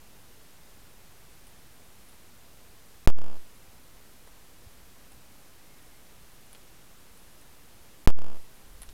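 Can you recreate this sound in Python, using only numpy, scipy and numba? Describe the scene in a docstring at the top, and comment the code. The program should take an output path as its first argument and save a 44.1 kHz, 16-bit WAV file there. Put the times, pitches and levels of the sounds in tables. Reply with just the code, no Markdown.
"""A steady microphone hiss over the soft rumble of a still forest, heard through a trail camera.
Bison walk over leaf litter: leaves crackle and crunch, twigs snap, hooves thud into soft soil.
Twice the camera restarts: its input surges with a pop, and the stepped gain control ducks the hiss,
then climbs back with a short zipper of clicks. Faint far whistles pass between the restarts,
and a low puff of air reaches the microphone at the end."""
import sys
import numpy as np
from scipy import signal
from scipy.fft import rfft, irfft
from scipy.io import wavfile
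from scipy.ndimage import uniform_filter1d
from numba import njit

SR = 44100
rng = np.random.default_rng(int(sys.argv[2]) if len(sys.argv) > 2 else 0)


def wav_record(signal):
    """Record a signal, one row per channel, as 16-bit PCM in the file named by sys.argv[1]."""
    frames = np.transpose(np.atleast_2d(signal))
    bounded = np.clip(frames, -1, 1)
    # unit amplitude maps onto the largest positive 16-bit level
    quanta = np.round(bounded * 32767).astype(np.int16)
    wavfile.write(sys.argv[1], SR, quanta)


N = 393813
T = np.arange(N) / SR

# tone of the microphone hiss: frequency_hz, relative_db
HISS_SPECTRUM = [(100, 3.5), (2000, 1.5), (5000, 0.5), (8000, 0), (10300, 0), (12000, 0), (14500, -0.5),
                 (15800, -8)]
# tone of the still forest air: frequency_hz, relative_db
AIR_SPECTRUM = [(10, -2), (25, 1.5), (50, -1), (100, -5.5), (200, -8.5), (500, -13.5), (1000, -17),
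                (2000, -21), (4000, -26.5), (12000, -42.5)]
# spells of busier shuffling in the leaves: middle_s, half_length_s, boost_db
SHUFFLE_SPELLS = [(5.7, .4, 8), (7.25, .25, 7), (8.55, 0.39, 9.5)]
# twigs snapping, the thinner the higher: start_s, level_db, pitch_hz
TWIG_SNAPS = [(.128, -53, 3500), (2.129, -51, 1900), (4.275, -45, 1600), (6.5494, -39, 3320),
              (8.835, -45, 2000), (8.8906, -35, 6500)]
# dry leaves crunching under hooves: start_s, level_db
LEAF_CRUNCHES = [(1.470, -40), (2.088, -42), (2.129, -48), (3.558, -48), (4.272, -48), (5.119, -43),
                 (6.53, -35.5), (7.174, -42), (7.412, -43), (8.819, -30), (8.8238, -35), (8.8318, -34)]
# camera restarts: surge_start_s, mute_end_s
CAMERA_RESTARTS = [(3.06165, 3.07454), (8.06315, 8.07457)]
# heavy hooves on soft soil: peak_s, level_db, pitch_hz, half_length_s
HOOF_THUDS = [(3.96, -58, 38, .03), (4.673, -41.5, 72, 0.0068), (5.156, -51, 55, .02),
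              (8.847, -50, 65, 0.018)]
# faint far whistles, probably a bird: start_s, length_s, pitch_hz, level_db
WHISTLE_NOTES = [(5.56, 0.34, 2130, -66.5), (5.78, .12, 1910, -67), (5.85, 0.18, 2170, -67)]


def undb(db):
    """Decibels to gain."""
    return 10 ** (np.asarray(db) / 20)


def unit(x):
    """Scale to rms 1."""
    return x / np.sqrt(np.mean(x ** 2))


def noise(spectrum):
    """Noise of rms 1, shaped by frequency_hz, relative_db points and rolled off below the first."""
    hz, db = np.transpose(spectrum)
    f = np.maximum(np.fft.rfftfreq(N, 1 / SR), 1)
    gain = undb(np.interp(np.log(f), np.log(hz), db)) * f / np.hypot(f, hz[0])
    return unit(irfft(rfft(rng.standard_normal(N)) * gain, N))


def drift(rate_hz):
    """A wandering modulator: random levels, held and smoothed twice."""
    hold = int(SR / rate_hz)
    levels = np.repeat(rng.standard_normal(N // hold + 1), hold)
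    return 1.4 * uniform_filter1d(uniform_filter1d(levels, hold), hold)[:N]


def ring(hz, width_hz):
    """An impulse sent twice through one resonance: steep skirts, peak 1."""
    t = T[:SR // 100]
    once = np.exp(-np.pi * width_hz * t) * np.sin(2 * np.pi * hz * t)
    twice = signal.fftconvolve(once, once)[:len(t)]
    return twice / np.abs(twice).max()


def microphone_hiss(hiss_db=-59, whine_hz=8857, whine_db=-85, dc_offset=0.0031):
    """The electronics lay down an even hiss, a thin whine and a small standing offset."""
    whine = unit(np.sin(2 * np.pi * whine_hz * T))
    return undb(hiss_db) * noise(HISS_SPECTRUM) + undb(whine_db) * whine + dc_offset


def forest_air(level_db=-57.5, sway_db=0.14):
    """The distant wash of the forest, a low bed that sways a little."""
    return noise(AIR_SPECTRUM) * undb(level_db + sway_db * drift(rate_hz=1.47))


def leaf_litter(grains_per_s=420, grain_db=-66, cluster_db=2.5):
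    """Dry leaves shift under the animals: tiny bright crackles in loose clusters."""
    grains = (rng.random(N) < grains_per_s / SR) * rng.standard_normal(N)
    shuffle_db = sum(db * np.exp(-((T - middle) / half) ** 2) for middle, half, db in SHUFFLE_SPELLS)
    grains *= undb(grain_db + shuffle_db + cluster_db * drift(rate_hz=4))
    return signal.fftconvolve(grains, ring(hz=10400, width_hz=2800))[:N]


def leaf_tone(db, hard_db=-33, dull_hz_per_db=35, widen_hz_per_db=160):
    """Pitch and bandwidth in Hz: a hard crunch rings bright, a softer one duller and broader."""
    softer_db = max(hard_db - db, 0)
    return 10170 - dull_hz_per_db * softer_db, 2260 + widen_hz_per_db * softer_db


def snaps_and_crunches(crumble_s=0.016, crumbs_per_s=900, mic_top_hz=12400):
    """One fibre breaks and rings for an instant over a woody knock; smaller ones give way after it."""
    out, t = np.zeros(N), T[:SR // 16]
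    leaves = [(start, db, *leaf_tone(db)) for start, db in LEAF_CRUNCHES]
    twigs = [(start, db, hz, 0.99 * hz) for start, db, hz in TWIG_SNAPS]
    knock = undb(-4) * ring(hz=4400, width_hz=4400)
    for start, db, hz, width_hz in leaves + twigs:
        crumble_db = -50.5 + 0.39 * (db + 45)  # harder cracks crumble louder
        breaks = (rng.random(len(t)) < crumbs_per_s / SR) * rng.uniform(-1.6, 1.8, len(t))
        breaks *= undb(crumble_db) * np.exp(-t / crumble_s)
        breaks[0] = undb(db)  # the main crack
        add(out, start, signal.fftconvolve(breaks, ring(hz, width_hz) + knock))
    # the small microphone hears little above its top resonance
    return signal.sosfilt(signal.butter(6, mic_top_hz, fs=SR, output="sos"), out)


def add(out, start_s, sound):
    """Mix a sound in at its cue."""
    i = int(start_s * SR)
    out[i:i + len(sound)] += sound[:max(N - i, 0)]


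def restart_surges(charge_s=.0325, quick_s=.074, slow_s=.1809):
    """The microphone bias jumps, charges on briefly and drains through the coupling capacitors."""
    out, t = np.zeros(N), T[:2 * SR]
    charge = 1 - .682 * np.exp(-t / charge_s)
    # two stages drain; each holds for a moment, then lets go
    quick_drain = 1.52 * np.exp(-(t / quick_s) ** 2.57)
    slow_drain = 1.912 * np.exp(-(t / slow_s) ** 2.284)
    for start, _ in CAMERA_RESTARTS:
        add(out, start, charge * (quick_drain + slow_drain))
    return out


@njit
def follow(x, attack_s, release_s):
    """Envelope follower that rises and falls at its own speeds."""
    envelope, level = np.empty(len(x)), 0.
    for i in range(len(x)):
        lag_s = attack_s if abs(x[i]) > level else release_s
        level += (abs(x[i]) - level) / (lag_s * SR)
        envelope[i] = level
    return envelope


def stepped_gain(x, threshold_db=-23.71, slope=.6028, step_db=.5, max_steps=33):
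    """Gain control ducks in steps; each step clicks while the signal sits far from zero."""
    envelope = follow(x, attack_s=.0322, release_s=.0005)
    excess_db = 20 * np.log10(np.maximum(envelope / undb(threshold_db), 1))
    steps = np.minimum(np.floor(slope * excess_db / step_db), max_steps)
    # every third step the fine stage hands over to a coarse one, half a millisecond late: a louder tick
    last_handover = np.maximum.accumulate(np.where(steps % 3 == 0, np.arange(N), 0))
    coarse = steps[last_handover]
    fine = steps - coarse
    return x * undb(-step_db * (fine + np.roll(coarse, SR // 2000)))


def hoof_thuds():
    """Soft ground takes the weight gradually and swings a couple of times."""
    out = np.zeros(N)
    for peak_s, db, hz, half_s in HOOF_THUDS:
        t = T - peak_s
        out -= undb(db) * np.exp(-(t / half_s) ** 2) * np.cos(2 * np.pi * hz * t)
    return out


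def far_whistles(waver=0.02):
    """Thin wavering notes that barely rise out of the hiss."""
    out = np.zeros(N)
    for start, length_s, hz, db in WHISTLE_NOTES:
        n = int(length_s * SR)
        pitch_hz = hz * (1 + waver * drift(rate_hz=90)[:n])
        phase = 2 * np.pi * np.cumsum(pitch_hz) / SR
        add(out, start, undb(db) * np.hanning(n) * np.sin(phase))
    return out


def air_puff(full_s=8.78, level_db=-45.5, rise_db_per_s=62, centre_hz=32, width_hz=26):
    """A light puff buffets the microphone: a low rumble that swells, then holds."""
    turbulence = noise([(12, 15), (70, -10), (400, -36)])
    rumble = signal.lfilter(*signal.iirpeak(centre_hz, centre_hz / width_hz, fs=SR), turbulence)
    return unit(rumble) * undb(level_db - rise_db_per_s * np.maximum(full_s - T, 0))


def scene():
    """The mono mix that reaches the camera's amplifier."""
    air = forest_air() + air_puff()
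    bison = snaps_and_crunches() + leaf_litter() + hoof_thuds()
    return (air + bison + far_whistles() + microphone_hiss() + restart_surges())[None]


def record(dry, mute_s=.013, top_hz=16000):
    """The camera's chain: gain control, a brief mute at each restart that pops open, a steep top cut."""
    out = stepped_gain(dry[0])
    for _, mute_end in CAMERA_RESTARTS:
        out *= (T < mute_end - mute_s) | (T >= mute_end)
    return signal.sosfilt(signal.ellip(8, .2, 70, top_hz, fs=SR, output="sos"), out)[None]


dry = scene()
out = record(dry)
wav_record(out)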